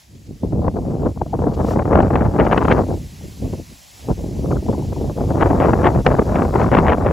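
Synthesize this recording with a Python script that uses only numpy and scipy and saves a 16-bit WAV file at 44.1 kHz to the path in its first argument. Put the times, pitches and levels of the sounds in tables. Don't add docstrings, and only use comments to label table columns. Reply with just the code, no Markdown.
import sys
import numpy as np
from scipy import signal
from scipy.io import wavfile
from scipy.ndimage import uniform_filter1d

SR = 44100
rng = np.random.default_rng(int(sys.argv[2]) if len(sys.argv) > 2 else 0)


def volts_from_decibels(level):
    exponent = np.asarray(level, float) / 20
    return 10 ** exponent


def put_to_file(sound):
    columns = np.atleast_2d(sound).T
    safe = np.clip(columns, -1, 1)
    whole_steps = np.round(safe * 32767)
    wavfile.write(sys.argv[1], SR, whole_steps.astype(np.int16))


N = 313992

# start_s, level_db
GRASS_LEVEL = [(0, -51), (.06, -57), (1.39, -54), (2.3, -52.5), (2.64, -49.5), (3.25, -47.5), (4.34, -48.5),
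               (6.6, -48), (7.12, -52)]
# freq_hz, level_db (per Hz)
HISS_COLOUR = [(100, 5), (300, -16), (700, -1), (1000, -5), (1400, -9), (2000, -3.3), (2600, -2.5),
               (3500, -3.4), (5000, -1.4), (6800, -2.5), (8100, -2.5),
               (9000, 4.5), (11200, -0.4), (13300, 0.7), (15000, -3), (16000, -6.5)]
# middle_s, half_length_s, rise_db
LUNGES = [
    (1.66, 0.097, 3.5),
    (4.0, .08, 2.5),
    (1.704, 0.044, 7.),
]
# start_s, peak_db
STALKS = [(0.155, -49), (0.2676, -46), (0.7696, -49), (1.3993, -47), (1.5449, -35.5), (2.0216, -40),
          (2.451, -37), (2.6393, -40), (2.7267, -36), (5.4095, -40), (5.467, -43), (6.355, -44),
          (6.6024, -37), (6.6338, -37), (6.7845, -38)]

# start_s, strength_db, keenness_db (upper roar over the lower)
BREEZE_DRIFT = [(0, -85, -38), (.1, -56, -46), (.4, -45, -52), (.46, -19, -27.5), (1.0, -27, -16.5),
                (1.3, -21.5, -13.5), (1.9, -23, -8.5), (2.3, -20, -6.5), (2.778, -18, -5), (3.05, -46, -37),
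                (3.6, -33.5, -30.5), (3.78, -72.5, -30), (3.97, -62, -11), (4.12, -28, -26.5),
                (5.15, -25.5, -23), (5.45, -18, -7), (6.2, -17.5, -6.5), (7.12, -19, -5.5)]
# middle_s, half_length_s, rise_db
GUSTS = [(0.15, 0.018, 14.5), (0.308, 0.029, 17), (0.436, 0.006, 13), (0.675, 0.012, 2.5),
         (0.773, 0.0087, 2), (1.051, 0.044, 8.5), (1.222, 0.0075, 1), (1.607, 0.011, 8.5),
         (1.774, 0.0067, 4), (1.966, 0.055, 10.5), (2.037, 0.017, 6.5), (2.418, 0.029, 6.5),
         (2.934, 0.045, 15), (3.253, 0.014, 9.5), (3.447, 0.032, 21), (3.535, 0.0068, 19.5),
         (3.722, 0.015, 12.5), (4.097, 0.035, 11.9), (4.495, 0.068, 6.5), (4.578, 0.013, 7.5),
         (4.696, 0.014, 9), (5.037, 0.037, 7.5), (5.312, 0.016, 5.5), (6.72, 0.009, 5.5)]
# middle_s, half_length_s, drop_db
LULLS = [(0.238, 0.03, 3), (0.389, 0.011, 9.7), (0.489, 0.033, 12.5), (0.72, 0.024, 16), (1.14, 0.024, 23),
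         (1.198, 0.025, 10.5), (1.248, 0.011, 27), (1.29, 0.025, 20.5), (1.317, 0.015, 9),
         (1.375, 0.012, 14), (1.558, 0.046, 6.5), (1.839, 0.0084, 17), (2.312, 0.022, 11),
         (2.59, 0.02, 6.2), (3.104, 0.025, 14), (3.165, 0.019, 15), (3.342, 0.049, 11), (3.654, 0.027, 19),
         (4.152, 0.02, 19), (4.613, 0.0092, 9), (4.944, 0.0088, 17), (5.146, 0.013, 19), (5.79, 0.048, 4.5),
         (5.934, 0.027, 8.5), (6.031, 0.022, 25), (6.235, 0.0083, 9), (6.29, 0.083, 5), (6.512, 0.04, 8.5)]
# middle_s, half_length_s, drop_db
BREAKS = [(1.907, .012, 3.5), (2.093, 0.0084, 10), (2.49, 0.0097, 3), (2.673, 0.0088, 8.),
          (2.865, .015, 6.), (3.57, .012, 6), (3.86, 0.067, 13), (5.488, 0.0086, 10), (5.599, .008, 5),
          (6.166, 0.016, 5), (6.702, 0.012, 14.5), (6.964, 0.016, 10)]
# middle_s, half_length_s, rise_db
RASPS = [(.66, 0.041, 8), (1.42, .02, 0.5), (2.166, 0.015, 4), (2.4, .03, 2), (2.535, 0.042, 5.5),
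         (2.64, 0.044, 2.), (2.713, 0.038, 5.5), (4.112, 0.02, 10), (4.531, .03, 3), (4.804, .04, 4.5),
         (5.2, .02, 7), (5.411, 0.032, 6), (5.63, .035, 4), (5.862, 0.028, 6), (6.095, 0.039, 4.),
         (6.355, 0.014, 5.), (6.613, 0.048, 2.5), (6.76, 0.055, 4.), (6.895, 0.036, 5), (7.08, 0.018, 3.)]
# middle_s, half_length_s, rise_db
HEAVES = [(.7, 0.04, 3.5), (1.445, .03, 5), (1.972, 0.036, 4), (2.182, 0.13, 4.5), (2.767, 0.035, 0),
          (3.057, 0.1, 5.5), (3.467, 0.029, 3.), (3.74, .05, 7.5), (4.112, 0.026, 5), (5.683, .05, 2.5),
          (6.0, .045, 4.), (6.787, 0.066, 4)]

# start_s, peak_db, brightness_db, pitch_hz (of the pop)
SLAPS = [(.433, -12.5, -61, 455), (.766, -8.5, -27, 514), (1.213, -11, -36, 536), (1.338, -9, -30, 644),
         (1.467, -6.5, -33, 523), (1.591, -9.5, -36, 680), (1.757, -2.5, -23, 570),
         (1.79, -4.5, -13.5, 452), (1.927, -3.5, -12, 720), (1.954, -2.5, -16, 443), (2.156, -5, -5.5, 460),
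         (2.388, 1, -10.5, 544), (2.512, -7, -6, 450), (2.576, -4, -3, 1180), (2.72, 4.5, -6, 680),
         (2.788, -0.5, -26, 515), (4.085, -14.5, -35, 510), (4.512, -11.5, -15, 496),
         (4.684, -11, -42, 475), (4.727, -13, -21, 720), (5.6, -3.5, -8.5, 646), (5.646, -4, -12.5, 675),
         (5.731, -1.5, -12.5, 650), (5.85, -2, -6.5, 445), (6.063, 3, -4.5, 475), (6.191, 3, -20, 640),
         (6.356, -2, -6.5, 616), (6.714, -4, -9, 740), (6.882, 0, -5.5, 675), (6.93, -0.5, -8, 557)]
# start_s, peak_db
PUFFS = [(.523, -16.5), (.642, -14), (.678, -9), (.903, -13.5), (1.06, -9), (1.419, -9.5), (1.707, -5.5),
         (1.853, -10), (2.105, -6.5), (2.247, -11), (2.449, -9), (2.624, -8), (2.679, -3), (2.9, -14),
         (3.534, -26), (4.456, -14.5), (4.556, -9), (4.791, -19), (4.923, -14.5), (5.007, -19.5),
         (5.096, -13), (5.174, -16.5), (5.303, -8), (5.498, -14), (5.948, -12.5), (6.419, -5.5),
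         (6.6, -3.5), (6.749, -7), (6.785, 1.5), (7.061, -10)]
# middle_s, peak_db, pitch_hz
PIPS = [(1.218, -13, 800), (1.268, -30, 650), (1.335, -13, 750), (2.797, -12, 750), (3.213, -40, 750),
        (3.6, -36, 600), (4.1, -21, 800), (4.51, -27, 1050), (4.527, -24.5, 1240), (4.57, -33, 1400),
        (4.75, -26, 895), (4.826, -28, 845), (4.966, -28, 900)]

# freq_hz, level_db
PORT_COLOUR = [(30, -39), (46, 2.5), (72, 1), (150, 0), (400, -0.28), (800, 0.5), (1500, -3.5), (3000, -5),
               (6000, -26.5)]
# freq_hz, likeness (0 to 1)
PORT_LIKENESS = [(40, .985), (100, .96), (180, .83), (310, .91), (600, .88), (1200, .75), (1700, .92),
                 (2100, 1)]
# freq_hz, difference_db
PORT_LEAN = [(320, 0), (490, 2), (750, 5.5), (1150, 6.5), (1750, 3.5), (2400, 0)]
# freq_hz, phase_rad
PORT_LEAD = [(60, 0), (430, .4), (1120, .15), (1460, .6), (2100, 0)]


def evened(x):
    return x / np.sqrt(np.mean(x ** 2) + 1e-20)


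def read(points, hz):
    f, value = np.transpose(points)
    return np.interp(np.log(hz + 1), np.log(f + 1), value)


def lumps(t, per_s):
    knots = rng.standard_normal(4000)
    return np.interp(t * per_s, np.arange(len(knots)), knots) * np.sqrt(1.5)


def swells(t, rows):
    return sum(db * np.exp(-((t - middle) / half) ** 2) for middle, half, db in rows)


def noise_grid(size):
    frames = 4 * N // size + 5
    a, b, c, d = rng.standard_normal((frames, size // 2 + 1, 4)).T
    hz = np.fft.rfftfreq(size, 1 / SR)[:, None]
    t = np.arange(frames) * size / 4 / SR
    return hz, t, a + 1j * b, c + 1j * d


def sounded(z, band_hz):
    size = 2 * (z.shape[-2] - 1)
    samples = signal.istft(z, nperseg=size, noverlap=3 * size // 4)[1][..., :N]
    return samples * np.sqrt(1.5 * SR / size / band_hz)


def spread(hz, t, a, b):
    slip = np.pi / 2 * (hz - 6850) / 2150 * (hz > 7500)
    edge = .38 + .07 * lumps(t, 43.)
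    mid = a * np.cos(slip) * (abs(np.cos(slip)) > edge)
    side = 1j * (.7 * a + .5 * b) * np.sin(slip) * (abs(np.sin(slip)) > edge + .1)
    wide_hz, wide_until_s = 2000, .8
    side = side + 0.9 * b * (hz < wide_hz)
    side = side + 0.39 * b * (hz >= wide_hz) * (hz < 6400) * (t < wide_until_s)
    return np.array([mid + side, mid - side])


def grass():
    hz, t, a, b = noise_grid(size=512)
    start_s, hiss_db = np.transpose(GRASS_LEVEL)
    chance = rng.standard_normal(a.T.shape).T
    patches = evened(uniform_filter1d(uniform_filter1d(chance, 6, 0), 20, 1))
    top_db = (-9.5 + 2.5) * np.clip((hz - 8000) / 1500, 0, 1)
    level_db = np.interp(t, start_s, hiss_db) + swells(t, LUNGES) + top_db + 0.25 * lumps(t, 42.)
    power = volts_from_decibels(read(HISS_COLOUR, hz) + level_db + 1.2 * patches) ** 2
    for start, peak_db in STALKS:
        snap_db = peak_db - 9.0 - 6. * ((hz - 4500) / 3000) ** 2
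        power += volts_from_decibels(snap_db) ** 2 * np.exp(-((t - start - .0018) / 0.0063) ** 2)
    return sounded(spread(hz, t, a, b) * np.sqrt(power) * (hz < 15830), 4830)


def breeze(t):
    start_s, drift_db, keen_db = np.transpose(BREEZE_DRIFT)
    quick_db = swells(t, GUSTS) - swells(t, LULLS) - swells(t, BREAKS)
    rasp_db = swells(t, RASPS)
    keen_db = np.interp(t, start_s, keen_db) + 0.23 * quick_db + rasp_db
    return np.interp(t, start_s, drift_db), quick_db + 0.27 * rasp_db, keen_db


def eddies():
    puff_dull_db, puff_hz = -6, 531
    return SLAPS + [(s, db, breeze(s)[2] + puff_dull_db, puff_hz) for s, db in PUFFS]


def leaned(hz):
    return read(PORT_LEAN, hz) * np.array([[.5], [-.5]])


def ports(hz, left, other):
    same = np.clip(read(PORT_LIKENESS, hz), 0, 1)
    right = (same * left + np.sqrt(1 - same ** 2) * other) * np.exp(-1j * read(PORT_LEAD, hz))
    lean_db = read(PORT_LEAN, hz)
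    return np.array([left * volts_from_decibels(lean_db / 2), right * volts_from_decibels(-lean_db / 2)]) * volts_from_decibels(read(PORT_COLOUR, hz))


def rumble():
    hz, t, a, b = noise_grid(size=2048)
    low = sounded(ports(hz, a, b) / (1 + (hz / 187.5) ** 3), 100.5)
    now = np.arange(N) / SR
    held = now[::64]
    drift_db, quick_db, _ = breeze(held)
    level_db = -6.5 + .69 * drift_db + .5 * quick_db + swells(held, HEAVES)
    return low * volts_from_decibels(np.repeat(level_db, 64)[:N] + 0.76 * lumps(now, 24.))


def shedding(size, spiky_db, per_s):
    spikiness_db = spiky_db * np.tanh(0.82 * lumps(np.arange(N) / SR, per_s))
    spikes = rng.standard_normal((N, 2)).T * volts_from_decibels(spikiness_db)
    hz, t, z = signal.stft(evened(spikes), SR, nperseg=size, noverlap=3 * size // 4)
    left, other = z * np.sqrt(size / 3)
    return hz[:, None], t, left, other


def roar():
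    hz, t, a, b = shedding(size=256, spiky_db=8.5, per_s=520.)
    drift_db, quick_db, keen_db = breeze(t)
    gust = np.tanh(0.18 * lumps(t, 45.) + 0.5 * lumps(t, 120.) + 0.34 * lumps(t, 260.))
    height = (np.maximum(hz - 250, 0) / 800) ** 1.055
    fall_db = np.minimum(keen_db - 6.0 + 2.96 * gust, -3.5)
    power = volts_from_decibels(drift_db + quick_db + 2. + 3.93 * gust + fall_db * height) ** 2
    for start, peak_db, slap_db, _ in eddies():
        age = t - start - .002
        attack = np.exp(np.minimum(age, 0) / 0.00063)
        decay = np.exp(-np.maximum(age, 0) / 0.0046)
        shape = np.where(age < 0, attack, decay)
        near = np.flatnonzero(shape > 1e-4)
        tilt_db = min(slap_db - 4.0, -5.) * (height - .6) / 2.04
        dulling_db = -400. * height * np.maximum(age[near], 0)
        power[:, near] += volts_from_decibels(peak_db - 12.0 + tilt_db + dulling_db) ** 2 * shape[near]
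    above = hz ** 2 / (hz ** 2 + 42.0 ** 2)
    return sounded(ports(hz, a, b) * np.sqrt(power) * above, 435)


def pips():
    out, t = np.zeros((2, N)), np.arange(-600, 600) / SR
    half_s, glide = .003, -.15
    for middle, peak_db, hz in PIPS:
        cycles = hz * t * (1 + glide * t / half_s / 2)
        tone = np.exp(-(t / half_s) ** 2) * np.sin(2 * np.pi * cycles)
        at = round(middle * SR) - len(t) // 2
        out[:, at:at + len(t)] += volts_from_decibels(peak_db + leaned(hz)) * tone
    return out


def pops():
    out = np.zeros((2, N + SR))
    for start, peak_db, _, hz in eddies():
        turns = np.arange(-3, 3, hz / SR) * 0.81
        phase = turns - 0.16 * turns ** 2 + rng.random()
        swing = np.exp(-(turns / 0.52) ** 2) * np.cos(2 * np.pi * phase)
        at = round((start + 0.00038) * SR)
        out[:, at:at + len(swing)] += volts_from_decibels(peak_db - 6.5 + leaned(hz)) * swing
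    return out[:, :N]


def scene():
    return grass() + rumble() + roar() + pips() + pops()


def roll_off(x):
    return signal.sosfilt(signal.butter(12, 15830, fs=SR, output="sos"), x)


def record(dry):
    bass_cut = signal.butter(4, 42., "high", fs=SR, output="sos")
    heard = signal.sosfilt(bass_cut, dry)
    limit = .98
    return roll_off(limit * np.tanh(heard / limit))


dry = scene()
out = record(dry)
put_to_file(out)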